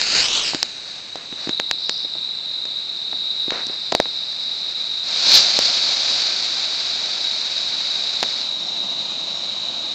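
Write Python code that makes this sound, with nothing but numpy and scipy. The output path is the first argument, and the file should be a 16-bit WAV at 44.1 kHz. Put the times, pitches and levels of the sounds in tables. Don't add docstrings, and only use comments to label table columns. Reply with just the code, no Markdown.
import sys
import numpy as np
from scipy import signal
from scipy.fft import rfft, irfft
from scipy.io import wavfile
from scipy.ndimage import map_coordinates

SR = 44100
rng = np.random.default_rng(int(sys.argv[2]) if len(sys.argv) > 2 else 0)


def inscribe(sig):
    pcm = np.round(np.clip(np.atleast_2d(sig).T, -1, 1) * 32767)
    wavfile.write(sys.argv[1], SR, pcm.astype(np.int16))


N = 438354
TIME = np.arange(N) / SR


def amp(db):
    return 10 ** (np.asarray(db) / 20)


def unit(x):
    return x / np.sqrt(np.mean(x ** 2) + 1e-20)


def curve(rows):
    return np.interp(TIME, *np.transpose(rows))


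def noise(spectrum):
    hz = np.fft.rfftfreq(N, 1 / SR) + 1
    points_hz, db = np.transpose(spectrum)
    gain = amp(np.interp(np.log(hz), np.log(points_hz), db)) / (1 + (hz / points_hz[-1]) ** 20)
    return unit(irfft(rfft(rng.standard_normal(N)) * gain, N))


def flutter(rate_hz):
    hz = np.fft.rfftfreq(N, 1 / SR)
    gain = hz / (hz + 2) / (1 + (hz / rate_hz) ** 2)
    return unit(irfft(rfft(rng.standard_normal(N)) * gain, N))


def gate(start_s, attack_s, stop_s, release_s):
    return np.clip((TIME - start_s) / attack_s, 0, 1) * np.clip(1 - (TIME - stop_s) / release_s, 0, 1)


def swells(rows):
    return np.sqrt(sum((amp(db) / np.cosh(np.minimum(abs(TIME - peak_s) / width_s, 20))) ** 2
                       for peak_s, width_s, db in rows))


def ring(modes, t, rise_s=0.00028):
    sound = sum(amp(db - 60 * t / t60_s) * np.sin(2 * np.pi * hz * t + k * np.pi / 2)
                for k, (hz, db, t60_s) in enumerate(modes))
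    sound *= 1 - np.exp(-(t / rise_s) ** 2)
    return sound / abs(sound).max()


def add(mix, start_s, sound):
    part = mix[max(round(start_s * SR), 0):][:len(sound)]
    part += sound[:len(part)]


# freq_hz, density_db
YARD_SPECTRUM = [(25, -25.5), (60, -7), (130, 0.5), (270, 2), (450, -2), (730, -3), (1100, -4),
                 (1900, -12.5), (2600, -4), (4500, 1), (6500, -22), (7700, -7), (9200, -41.5)]


def yard(level_db=-45):
    return amp(level_db) * noise(YARD_SPECTRUM)


# freq_hz, density_db
TRILL_SPECTRUM = [(3700, -37), (4100, 1), (4400, 1), (4850, -0.5), (5200, -8), (5900, -15.5), (6500, -39.5)]
# peak_s, width_s, level_db
TRILL_SWELLS = [(1.44, 0.043, -44), (1.93, 0.1, -30.5), (4.15, .5, -36.5)]


def high_insects(rasp_db=2):
    return noise(TRILL_SPECTRUM) * swells(TRILL_SWELLS) * amp(rasp_db * flutter(90))


# freq_hz, density_db
CRICKET_SPECTRUM = [(3200, -41), (3480, -20), (3660, -7), (3860, 2), (4000, -4), (4200, -10.5), (4600, -22),
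                    (5000, -32.5), (5600, -44)]
# time_s, level_db
CHORUS_LEVEL = [(0, -32.5), (1.22, -36.5), (1.52, -26), (2.95, -26.2), (3.35, -23.5), (3.7, -27),
                (5, -25.3), (6.5, -26.5), (8.2, -24.7), (9.94, -26.5)]


def crickets(groups=8, mid_pulse_hz=42, pulse_depth=0.49, waver_db=0.46):
    chorus = np.zeros(N)
    for pace in rng.uniform(.5, 1.5, groups):
        strokes = np.cumsum(mid_pulse_hz * pace * (1 + .1 * flutter(3.3))) / SR
        chorus += noise(CRICKET_SPECTRUM) * (1 + pulse_depth * np.sin(2 * np.pi * strokes))
    return unit(chorus) * amp(curve(CHORUS_LEVEL) + waver_db * flutter(8.6))


# freq_hz, density_db
SCRAPE_SPECTRUM = [(60, -22), (300, -7), (550, -1.5), (900, -4), (1600, -2.5), (2400, -5.5), (3300, -13.5),
                   (6000, -14), (9000, -44)]
# start_s, length_s, level_db
FINGER_SLIDES = [(1.16, 0.084, -43.5), (1.368, 0.16, -44.5), (3.513, .1, -30), (3.68, .08, -42)]


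def finger_scrape(attack_s=0.0078, release_s=.04, ease_db_per_s=41, grain_db=1.8):
    pressure = np.zeros(N)
    for start_s, length_s, level_db in FINGER_SLIDES:
        easing = amp(level_db - ease_db_per_s * np.maximum(TIME - start_s, 0))
        pressure += gate(start_s, attack_s, start_s + length_s, release_s) * easing
    grain = amp(grain_db * flutter(400))
    return noise(SCRAPE_SPECTRUM) * pressure * grain


# base_pitch_hz, relative_db, base_t60_s
CASE_MODES = [(3855, 5, 0.0052), (4250, 1, 0.0074), (4777, -2.5, 0.0084), (5430, -11.5, 0.01),
              (6760, -1, 0.003)]
# pitch_hz, relative_db, t60_s
CRACK_MODES = [(872, -8.5, 0.0069), (1160, -10, 0.0017), (1710, 6.5, 0.005), (2540, 13.5, 0.0022)]
# start_s, thud_db, thud_pitch_hz, crack_db, case_db
FINGER_KNOCKS = [ (0.015, -37, 900, -11, -5), (0.535, -15, 840, -25, -23), (0.5471, -14, 315, -12, -8),
                 (.629, -22, 755, -10, 0.5), (1.1569, -18, 695, -26, -21), (1.3259, -26, 260, -24, -32),
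                 (1.473, -16, 315, -22, -37), (1.493, -13.5, 332, -13.5, -13.5),
                 (1.5989, -17, 540, -6.5, -8.5), (1.712, -26, 680, -5.5, -4), (1.8948, -21.5, 465, -11, -6),
                 (2.0487, -28.5, 500, -32, -39), (2.154, -27.5, 704, -38, -35),
                 (2.654, -33, 500, -26.5, -23), (3.1304, -23.5, 724, -23, -39),
                 (3.4813, -18, 342, -28, -43), (3.5059, -48, 900, -11.5, -14), (3.5212, -17, 440, -34, -30),
                 (3.668, -29.5, 230, -32, -15), (3.6983, -23.5, 420, -30, -38),
                 (3.9218, -22, 636, -12, -10.5), (3.9249, -5.5, 690, -15, -12),
                 (3.9503, -1.5, 675, -2.5, -2.5), (4.001, 0.5, 600, 1, -6.5),
                 (4.0569, -22.5, 900, -20, -32), (5.5899, -9, 560, -12, -1), (8.229, -9.5, 710, -9.5, -5.5),
                 (8.235, -34, 900, -11.5, -14)]


def knocks(thud_decay_cycles=0.52, hollow_db=-19, hollow_t60_s=.03, tightening_per_db=.011):
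    out = np.zeros(N)
    t = np.arange(SR // 20) / SR
    for start_s, thud_db, hz, crack_db, case_db in FINGER_KNOCKS:
        thud = np.sin(2 * np.pi * hz * t) * np.sqrt(t) * np.exp(-hz * t / thud_decay_cycles)
        hollow = amp(hollow_db) * ring([(.6 * hz, 0, hollow_t60_s), (1.3 * hz, 0, hollow_t60_s)], t)
        add(out, start_s - .0006, amp(thud_db) * (thud / abs(thud).max() + hollow))
        pitch_ratio = np.exp(tightening_per_db * (case_db - crack_db))
        crack = amp(crack_db) * ring(CRACK_MODES, t)
        case = amp(case_db) * ring(CASE_MODES, t * pitch_ratio)
        add(out, start_s - .0004, crack + case)
    out = signal.sosfilt(signal.butter(2, 150, "high", fs=SR, output="sos"), out)
    return signal.sosfilt(signal.butter(10, 7600, fs=SR, output="sos"), out)


# freq_hz, density_db
RUSTLE_SPECTRUM = [(60, -18), (260, 0), (750, -4), (1500, -15.5)]


def finger_rustle(base_db=-32, growth=0.27, rise_s=0.0032, fade_s=0.015):
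    gain = np.zeros(N)
    t = np.arange(SR // 5) / SR
    envelope = (1 - np.exp(-(t / rise_s) ** 2)) * np.exp(-t / fade_s)
    for start_s, thud_db, *_ in FINGER_KNOCKS:
        add(gain, start_s, amp(base_db + growth * thud_db) * envelope)
    return noise(RUSTLE_SPECTRUM) * gain


# peak_s, width_s, level_db
FUSE_PUFFS = [(.13, 0.024, -22.5), (.19, 0.042, -16), (.36, 0.045, -22.5), (.48, 0.013, -37)]


def fuse_gain(near_db=-21.5, near_m=.3, throw_s=0.49, flight_s=0.56, speed_m_per_s=6.8):
    out_s, fade_s = 1.5, .2
    alight = np.clip(1 - (TIME - out_s) / fade_s, 0, 1)
    distance_m = near_m + speed_m_per_s * np.clip(TIME - throw_s, 0, flight_s)
    return np.hypot(amp(near_db), swells(FUSE_PUFFS)) * alight * near_m / distance_m


# freq_hz, density_db
FIZZ_SPECTRUM = [(25, -19.5), (70, -27), (250, -20), (800, -13), (1400, -6), (2000, -13), (2800, -7),
                 (3600, -3), (4500, -2), (5500, -6), (7000, -13.5), (8200, -18), (9200, -56)]
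# time_s, lag_ms
DECK_ECHO_LAG = [(0, 0.438), (.2, .44), (.3, 0.32), (.39, .28), (.46, 0.395), (.75, 0.474)]


def fuse(sputter_db=1.5, echo_gain=.58):
    fizz = noise(FIZZ_SPECTRUM) * amp(sputter_db * flutter(130))
    echo_index = np.arange(N) - curve(DECK_ECHO_LAG) * SR / 1000
    echo = echo_gain * map_coordinates(fizz, [echo_index], order=3)
    return unit(fizz + echo) * fuse_gain()


# pitch_hz, relative_db
WHISTLE_TONES = [(5480, -1.5), (6800, -14.5)]
# peak_s, width_s, level_db
WHISTLE_SWELLS = [(8.66, 0.11, -44), (9.38, .08, -45)]


def whistle(waver_hz=45, unsteady_db=3):
    tones = sum(amp(db) * np.sin(2 * np.pi * np.cumsum(hz + waver_hz * flutter(90)) / SR)
                for hz, db in WHISTLE_TONES)
    return unit(tones) * swells(WHISTLE_SWELLS) * amp(unsteady_db * flutter(30))


# freq_hz, density_db
FLAME_SPECTRUM = [(30, -28.5), (90, -18), (190, -1.5), (330, -3.5), (440, -8.5), (580, 0), (850, -2.5),
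                  (1200, -5), (1800, -22), (2900, -2), (5400, -9), (6800, -9), (9000, -46)]


def flame(full_db=-37.5, full_s=8.79, rise_db_per_s=9, flicker_db=0.84):
    level_db = full_db + rise_db_per_s * np.minimum(TIME - full_s, 0)
    return noise(FLAME_SPECTRUM) * amp(level_db + flicker_db * flutter(25))


# lag_ms, gain
REFLECTIONS = [(1.29, 0.032), (5.72, 0.053), (13.3, 0.039), (17.75, 0.042)]


def reflected(x):
    return x + sum(gain * np.roll(x, round(lag_ms * SR / 1000)) for lag_ms, gain in REFLECTIONS)


# peak_s, width_s, strength_db
JET_SURGES = [(.92, 0.11, -44.5), (1.44, 0.032, -38), (4.85, .35, -43.5), (5.35, 0.04, -12),
              (5.63, 0.1, -24), (6.12, 0.16, -27)]


def jet_strength_db(catch_s=5.024, build_s=0.26, sag_s=1.57, flame_s=8.38, drop_s=0.19):
    smoulder_db, smoulder_db_per_s = -42, 1.95
    steady_db, overpressure_db = -35, 16
    age_s = TIME - catch_s
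    smoulder = amp(smoulder_db + smoulder_db_per_s * np.minimum(age_s, 0))
    burn = amp(steady_db + overpressure_db * np.exp(-np.maximum(age_s, 0) / sag_s))
    burn *= gate(catch_s, build_s, flame_s, drop_s)
    return 10 * np.log10(smoulder ** 2 + burn ** 2 + swells(JET_SURGES) ** 2)


# freq_hz, density_db
HISS_SPECTRUM = [(2000, -31), (3200, -14.5), (3700, -4), (4200, -0.5), (4600, -1.5), (5000, -6),
                 (5600, -12), (6300, -17), (7200, -21), (8200, -39.5), (9200, -62)]
# freq_hz, density_db
RUSH_SPECTRUM = [(30, -27.5), (100, -20.5), (220, -4), (430, -4.5), (640, 4), (980, -1.5), (1600, 1.5),
                 (1900, -0.5), (2400, 6), (3000, -1.5), (4400, -6.5), (7000, -11), (8300, -15), (9200, -51)]


def jet(hiss_offset_db=3, hiss_growth=0.95, rush_offset_db=-15, rush_growth=0.69, sputter_db=1.0):
    strength_db = jet_strength_db() + sputter_db * flutter(52)
    hiss = noise(HISS_SPECTRUM) * amp(hiss_offset_db + hiss_growth * strength_db)
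    rush = noise(RUSH_SPECTRUM) * amp(rush_offset_db + rush_growth * strength_db)
    return hiss + rush


def scene():
    device = fuse() + reflected(jet() + flame()) + whistle()
    outdoors = crickets() + high_insects() + yard()
    handling = knocks() + finger_rustle() + finger_scrape()
    return (device + outdoors + handling)[None]


def record(dry):
    ceiling, knee, cutoff_hz = .75, 30, 16000
    clipped = dry / (1 + (dry / ceiling) ** knee) ** (1 / knee)
    dulled = signal.convolve(clipped, [[-.04, .16, .76, .16, -.04]], "same")
    lowpass = signal.firwin(255, cutoff_hz, window=("kaiser", 9), fs=SR)
    return signal.oaconvolve(dulled, lowpass[None], "same")


dry = scene()
out = record(dry)
inscribe(out)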